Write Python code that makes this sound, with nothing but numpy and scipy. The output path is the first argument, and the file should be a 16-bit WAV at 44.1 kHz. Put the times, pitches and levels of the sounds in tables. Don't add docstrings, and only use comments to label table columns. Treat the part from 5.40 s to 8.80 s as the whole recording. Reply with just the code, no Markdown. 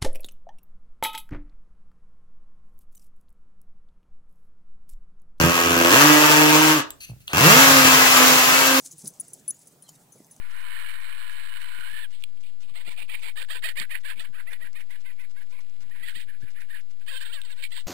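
import sys
import numpy as np
from scipy import signal
from scipy.fft import rfft, irfft, next_fast_len
from scipy.io import wavfile
from scipy.ndimage import map_coordinates

SR = 44100
rng = np.random.default_rng(int(sys.argv[2]) if len(sys.argv) > 2 else 0)


def waveform_to_disk(signal):
    frames = np.transpose(np.atleast_2d(signal))
    scaled = np.clip(frames, -1, 1) * 32767
    samples = np.round(scaled).astype(np.int16)
    wavfile.write(sys.argv[1], SR, samples)


def boost(x):
    u = np.asarray(x, float) / 20
    return 10 ** u


N = 149940

# (time [s], blow rate [1/s])
FIRST = [(0, 83.2), (.11, 85.2), (.27, 85.6), (.44, 84.5), (.5, 86.3), (.564, 134.5), (.6, 143.5),
         (.66, 150.4), (1.07, 151.9), (1.22, 155), (1.35, 155.6), (1.405, 128)]
SECOND = [(1.932, 63), (2.032, 141.5), (2.158, 252.4), (2.204, 270), (2.358, 268), (2.41, 261.5),
          (2.72, 259.5), (2.81, 255), (3.12, 258.7), (3.2, 265.8), (3.4, 265)]


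def unit(x):
    return x / np.sqrt(np.mean(x ** 2) + 1e-20)


def along(points, hz):
    f, v = np.transpose(points)
    return np.interp(np.log(hz + 1), np.log(f + 1), v)


def wobble(rate):
    knots = rng.standard_normal(int(N * rate / SR) + 4)
    return map_coordinates(knots, [np.arange(N) * rate / SR])


def filtered(x, response):
    m = next_fast_len(N + SR // 2)
    return irfft(rfft(x, m) * response(np.fft.rfftfreq(m, 1 / SR)), m)[..., :N]


def body(peaks):
    def response(f):
        total = 0
        for k, (centre, width, db) in enumerate(peaks):
            damping = 1j * f * width
            total = total + (-1) ** k * boost(db) * damping / (centre ** 2 - f * f + damping)
        return total
    return response


def spikes(times, sizes):
    at = np.clip(times * SR, 0, N - 2)
    i = at.astype(int)
    return np.bincount(i, sizes * (1 - at + i), N) + np.bincount(i + 1, sizes * (at - i), N)


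def air():
    # (frequency [Hz], level [dB])
    hush = [(18, -41.5), (30, -6), (141, -11.5), (988, -38.5), (1350, -30), (2010, -33), (16000, -32)]
    noise = rng.standard_normal((2, N))
    return boost(-56.5) * unit(filtered(noise, lambda f: boost(along(hush, f))))


def garage(x):
    # (frequency [Hz], decay time t60 [s])
    decay = [(100, 0.18), (500, 0.39), (2000, 0.23), (6000, 0.2), (14000, 0.055)]
    # (frequency [Hz], room over direct [dB])
    wetness = [(60, -23.5), (250, -7), (600, -7.5), (2000, -2), (8000, -4.5)]
    hop = 5120
    out = np.zeros((2, N + 2 * SR))
    padded = np.pad(x, (hop, 3 * hop))
    fade = np.sin(np.pi * np.arange(2 * hop) / (2 * hop))
    for start in range(0, N + hop, hop):
        hz, t, z = signal.stft(rng.standard_normal((2, SR // 3)), SR, nperseg=256)
        z = z * boost(-60 * t / along(decay, hz)[:, None])
        energy = np.sum(abs(z) ** 2, axis=2).mean(axis=0)
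        z = z / np.sqrt(energy)[:, None] * boost(along(wetness, hz))[:, None]
        tail = signal.istft(z, SR, nperseg=256)[1] / 115
        piece = padded[start:start + 2 * hop] * fade
        wet = signal.fftconvolve(piece[None], tail, axes=1)
        out[:, start:start + wet.shape[1]] += wet
    return out[:, hop - 130:][:, :N]


def motor_windup():
    t = np.arange(N) / SR
    begin, end = 1.893, SECOND[0][0]
    rise_db = 5 * np.clip((t - begin) / (end - begin), 0, 1)
    turning = (t > begin) * (t < end) * boost(-42 + rise_db)
    housing = body([(507, 600, -10.5), (1520, 2700, -9), (4400, 1500, -15)])
    return turning * unit(filtered(rng.standard_normal(N), housing))


def tool_thuds():
    # (time [s], level [dB])
    contacts = [
        (1.693, -46.5),
        (1.699, -38.5),
        (1.716, -41),
        (1.734, -44),
        (1.765, -51),
        (1.804, -56),
        (1.84, -64.5),
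    ]
    # (centre [Hz], width [Hz], level [dB])
    thud_modes = [(128, 26, 10.5), (68, 26, 2), (604, 390, -15.5)]
    s, db = np.transpose(contacts)
    return 250 * filtered(spikes(s, boost(db)), lambda f: body(thud_modes)(f) / (1 + 1j * f / 700) ** 2)


def bit_scrapes():
    # (time [s], length [s], level [dB])
    strokes = [
        (1.603, 0.047, -41),
        (1.664, 0.043, -51),
        (1.805, 0.017, -58),
        (1.871, .05, -47.5),
    ]
    # (centre [Hz], width [Hz], level [dB])
    bit_modes = [(2620, 220, -2.5), (3940, 120, -11), (4244, 68, 0), (4700, 100, -6), (6100, 140, -3),
                 (10000, 170, -6), (12400, 100, -4)]
    t = np.arange(N) / SR
    envelope = np.zeros(N)
    for s, length, db in strokes:
        attack = np.clip((t - s) / .004, 0, 1)
        release = np.clip((s + length - t) / 0.021 + 1, 0, 1) ** 2
        envelope += boost(db) * attack * release
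    rub = filtered(rng.standard_normal(N), lambda f: body(bit_modes)(f) + 0.074 * (f > 1500))
    return envelope * unit(rub)


def switch_clicks():
    # (time [s], level [dB], decay time t60 [s], share of the hollow tone [0-1])
    clicks = [
        (1.505, -19.5, .014, .1),
        (1.6063, -38.5, .01, .5),
        (1.8043, -44.5, 0.024, .3),
        (1.8792, -19, 0.013, .9),
    ]
    # (centre [Hz], width [Hz], level [dB])
    switch_modes = [(2800, 400, -0.5), (7560, 360, 8), (13800, 1200, -3.5)]
    hollow_modes = [(2980, 1000, 4.5), (4300, 700, 2)]
    t = np.arange(N) / SR
    bursts = np.zeros((2, N))
    for s, db, t60, share in clicks:
        envelope = (t >= s) * boost(db - 60 * np.clip(t - s, 0, 1) / t60)
        bursts += np.array([[1 - share], [share]]) * envelope

    def response(f):
        hiss = 0.24 * 1j * f / (1j * f + 1500)
        return np.array([body(switch_modes)(f), body(hollow_modes)(f)]) + hiss
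    return filtered(bursts * rng.standard_normal(N), response).sum(axis=0)


def blows():
    # (time [s], effort [dB], weight on the slab [dB], bite of the ratchet [dB])
    load = [(0, -19.5, 1.5, 2.5), (.06, -20, 4, 3.5), (.19, -20, -20, -0.5), (.28, -21, -5, 4),
            (.48, -17.5, -15.5, 3), (.54, -13.5, -13, -2), (.66, -15, -13.5, -1.5), (1.32, -18, -12.5, -2),
            (1.405, -28, -7, 0), (1.932, -22, -4, -4.5), (2.04, -14, 0.5, -1), (2.11, -13, -3.5, .5),
            (2.22, -14, -6, -4), (2.4, -15.5, -3, -2.5), (2.701, -16.5, -8.5, -10), (2.801, -16, -10, -0.5),
            (3.12, -18, -9, -6), (3.4, -21, -12.5, 1)]
    t = np.arange(N) / SR
    even, rough, effort = np.zeros(N), np.zeros(N), np.zeros(N)
    for pull in FIRST, SECOND:
        s, rate = np.transpose(pull)
        on = (t >= s[0]) & (t <= s[-1])
        turns = np.cumsum(np.interp(t, s, rate) * on) / SR
        count = int(turns[-1]) + 1
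        when = np.interp(np.arange(count) + .03, turns[on], t[on])
        size = np.interp(when, s, rate) ** -.5
        luck = rng.standard_normal((count, 2))
        jitter_s, scatter_db = .00006 * luck[:, 0], 1 * luck[:, 1]
        even += spikes(when, size * boost(1.92 * luck[:, 1]))
        rough += spikes(when + jitter_s, size * boost(scatter_db))
        effort += on
    s, effort_db, weight_db, bite_db = np.transpose(load)
    effort = effort * boost(np.interp(t, s, effort_db))
    weight, bite = boost(np.interp(t, s, weight_db)), boost(np.interp(t, s, bite_db))
    return even * effort, rough * effort, effort, weight, bite


def slab(even, effort, weight):
    # (centre [Hz], width [Hz], level [dB])
    slab_modes = [(76, 61, -6.5), (148.3, 32.7, 3.5)]
    thump = filtered(even * weight, lambda f: body(slab_modes)(f) / (1 + 1j * f / 220) ** 2)
    tremble = effort * weight * rng.standard_normal(N)
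    shake = filtered(tremble, lambda f: body(slab_modes[1:])(f) ** 2)
    return boost(-14) * unit(thump) + boost(-20) * unit(shake)


def base_plate(even, bite):
    # (centre [Hz], width [Hz], level [dB])
    plate_modes = [(251.3, 109, -2), (312, 41, 7.5), (446, 44, -3), (570, 104, -3.5)]
    drive = even * bite * boost(0.97 * wobble(15))
    return boost(-5.5) * unit(filtered(drive, lambda f: body(plate_modes)(f) * 1j * f / (1j * f + 250)))


def gear_casing(even):
    # (centre [Hz], width [Hz], level [dB])
    casing_modes = [(1116, 42, 5.5), (1330, 106, 0.5), (1682, 110, -5), (2574, 92, -4.5)]
    return boost(-19) * unit(filtered(even, lambda f: body(casing_modes)(f) ** 2))


def chuck(rough):
    # (centre [Hz], width [Hz], level [dB])
    chuck_modes = [(842, 360, -7), (906, 80, 3.5), (1154, 74, 5), (1284, 163, 1.5), (1640, 61, 3.5),
                   (1923, 89, -4), (2660, 250, 0.5), (3404, 400, -9.5), (4660, 1000, -21),
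                   (6090, 195, -7.5), (7340, 160, -11)]
    return boost(-4) * unit(filtered(rough, lambda f: body(chuck_modes)(f) * 1j * f / (1j * f + 600)))


def grit(rough, effort, loud):
    # (frequency [Hz], density level [dB])
    grit_spectrum = [(120, -45), (400, -7.5), (1200, -1), (3500, -10), (7400, -10), (8900, -22),
                     (11500, -15), (15800, -16)]
    t = np.arange(N) / SR
    spray_s, steady, apart_hz = .003, .55, 2200
    bursts = unit(filtered(rough, lambda f: 1 / (1 + 2j * np.pi * f * spray_s)))
    spray = steady * effort / loud + bursts
    grains = spray * boost(1.06 * wobble(50)) * rng.standard_normal((3, N))

    def response(f):
        apart = 1 / (1 + (apart_hz / (f + 1)) ** 2)
        return boost(along(grit_spectrum, f)) * np.sqrt([1 - apart, apart, apart])
    shared, *separate = filtered(grains, response)
    speed = np.interp(t, *np.transpose([*FIRST, *SECOND]))
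    brighten = boost(2 * np.log2(speed / 150))
    return unit(shared + np.array(separate) * brighten)


def drill():
    even, rough, effort, weight, bite = blows()
    loud = np.sqrt(np.mean(effort ** 2))
    low = slab(even, effort, weight) + base_plate(even, bite)
    return loud * (low + gear_casing(even) + chuck(rough) + grit(rough, effort, loud))


def scene():
    # (frequency [Hz], left over right [dB])
    balance = [(60, 1.5), (180, -1.7), (550, -2), (1300, 0.6), (5000, 1), (7000, -2.5), (9000, 12.5),
               (14000, 4.5)]
    lag_s = -0.00021
    side = np.array([[1], [-1]])
    hands = motor_windup() + tool_thuds() + bit_scrapes() + switch_clicks()
    drilling = drill()
    direct = filtered(drilling + hands, lambda f: np.exp(-1j * np.pi * f * lag_s * side))
    room = garage(drilling[0] + boost(-7) * hands)
    heard = filtered(direct + room, lambda f: boost(side * along(balance, f) / 2))
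    return heard + air()


def low_pass(x):
    return signal.sosfilt(signal.butter(12, 16240, fs=SR, output="sos"), x)


def record(dry):
    clipped = np.clip(dry, -1, 1)
    return low_pass(filtered(clipped, lambda f: f < 16240))


dry = scene()
out = record(dry)
waveform_to_disk(out)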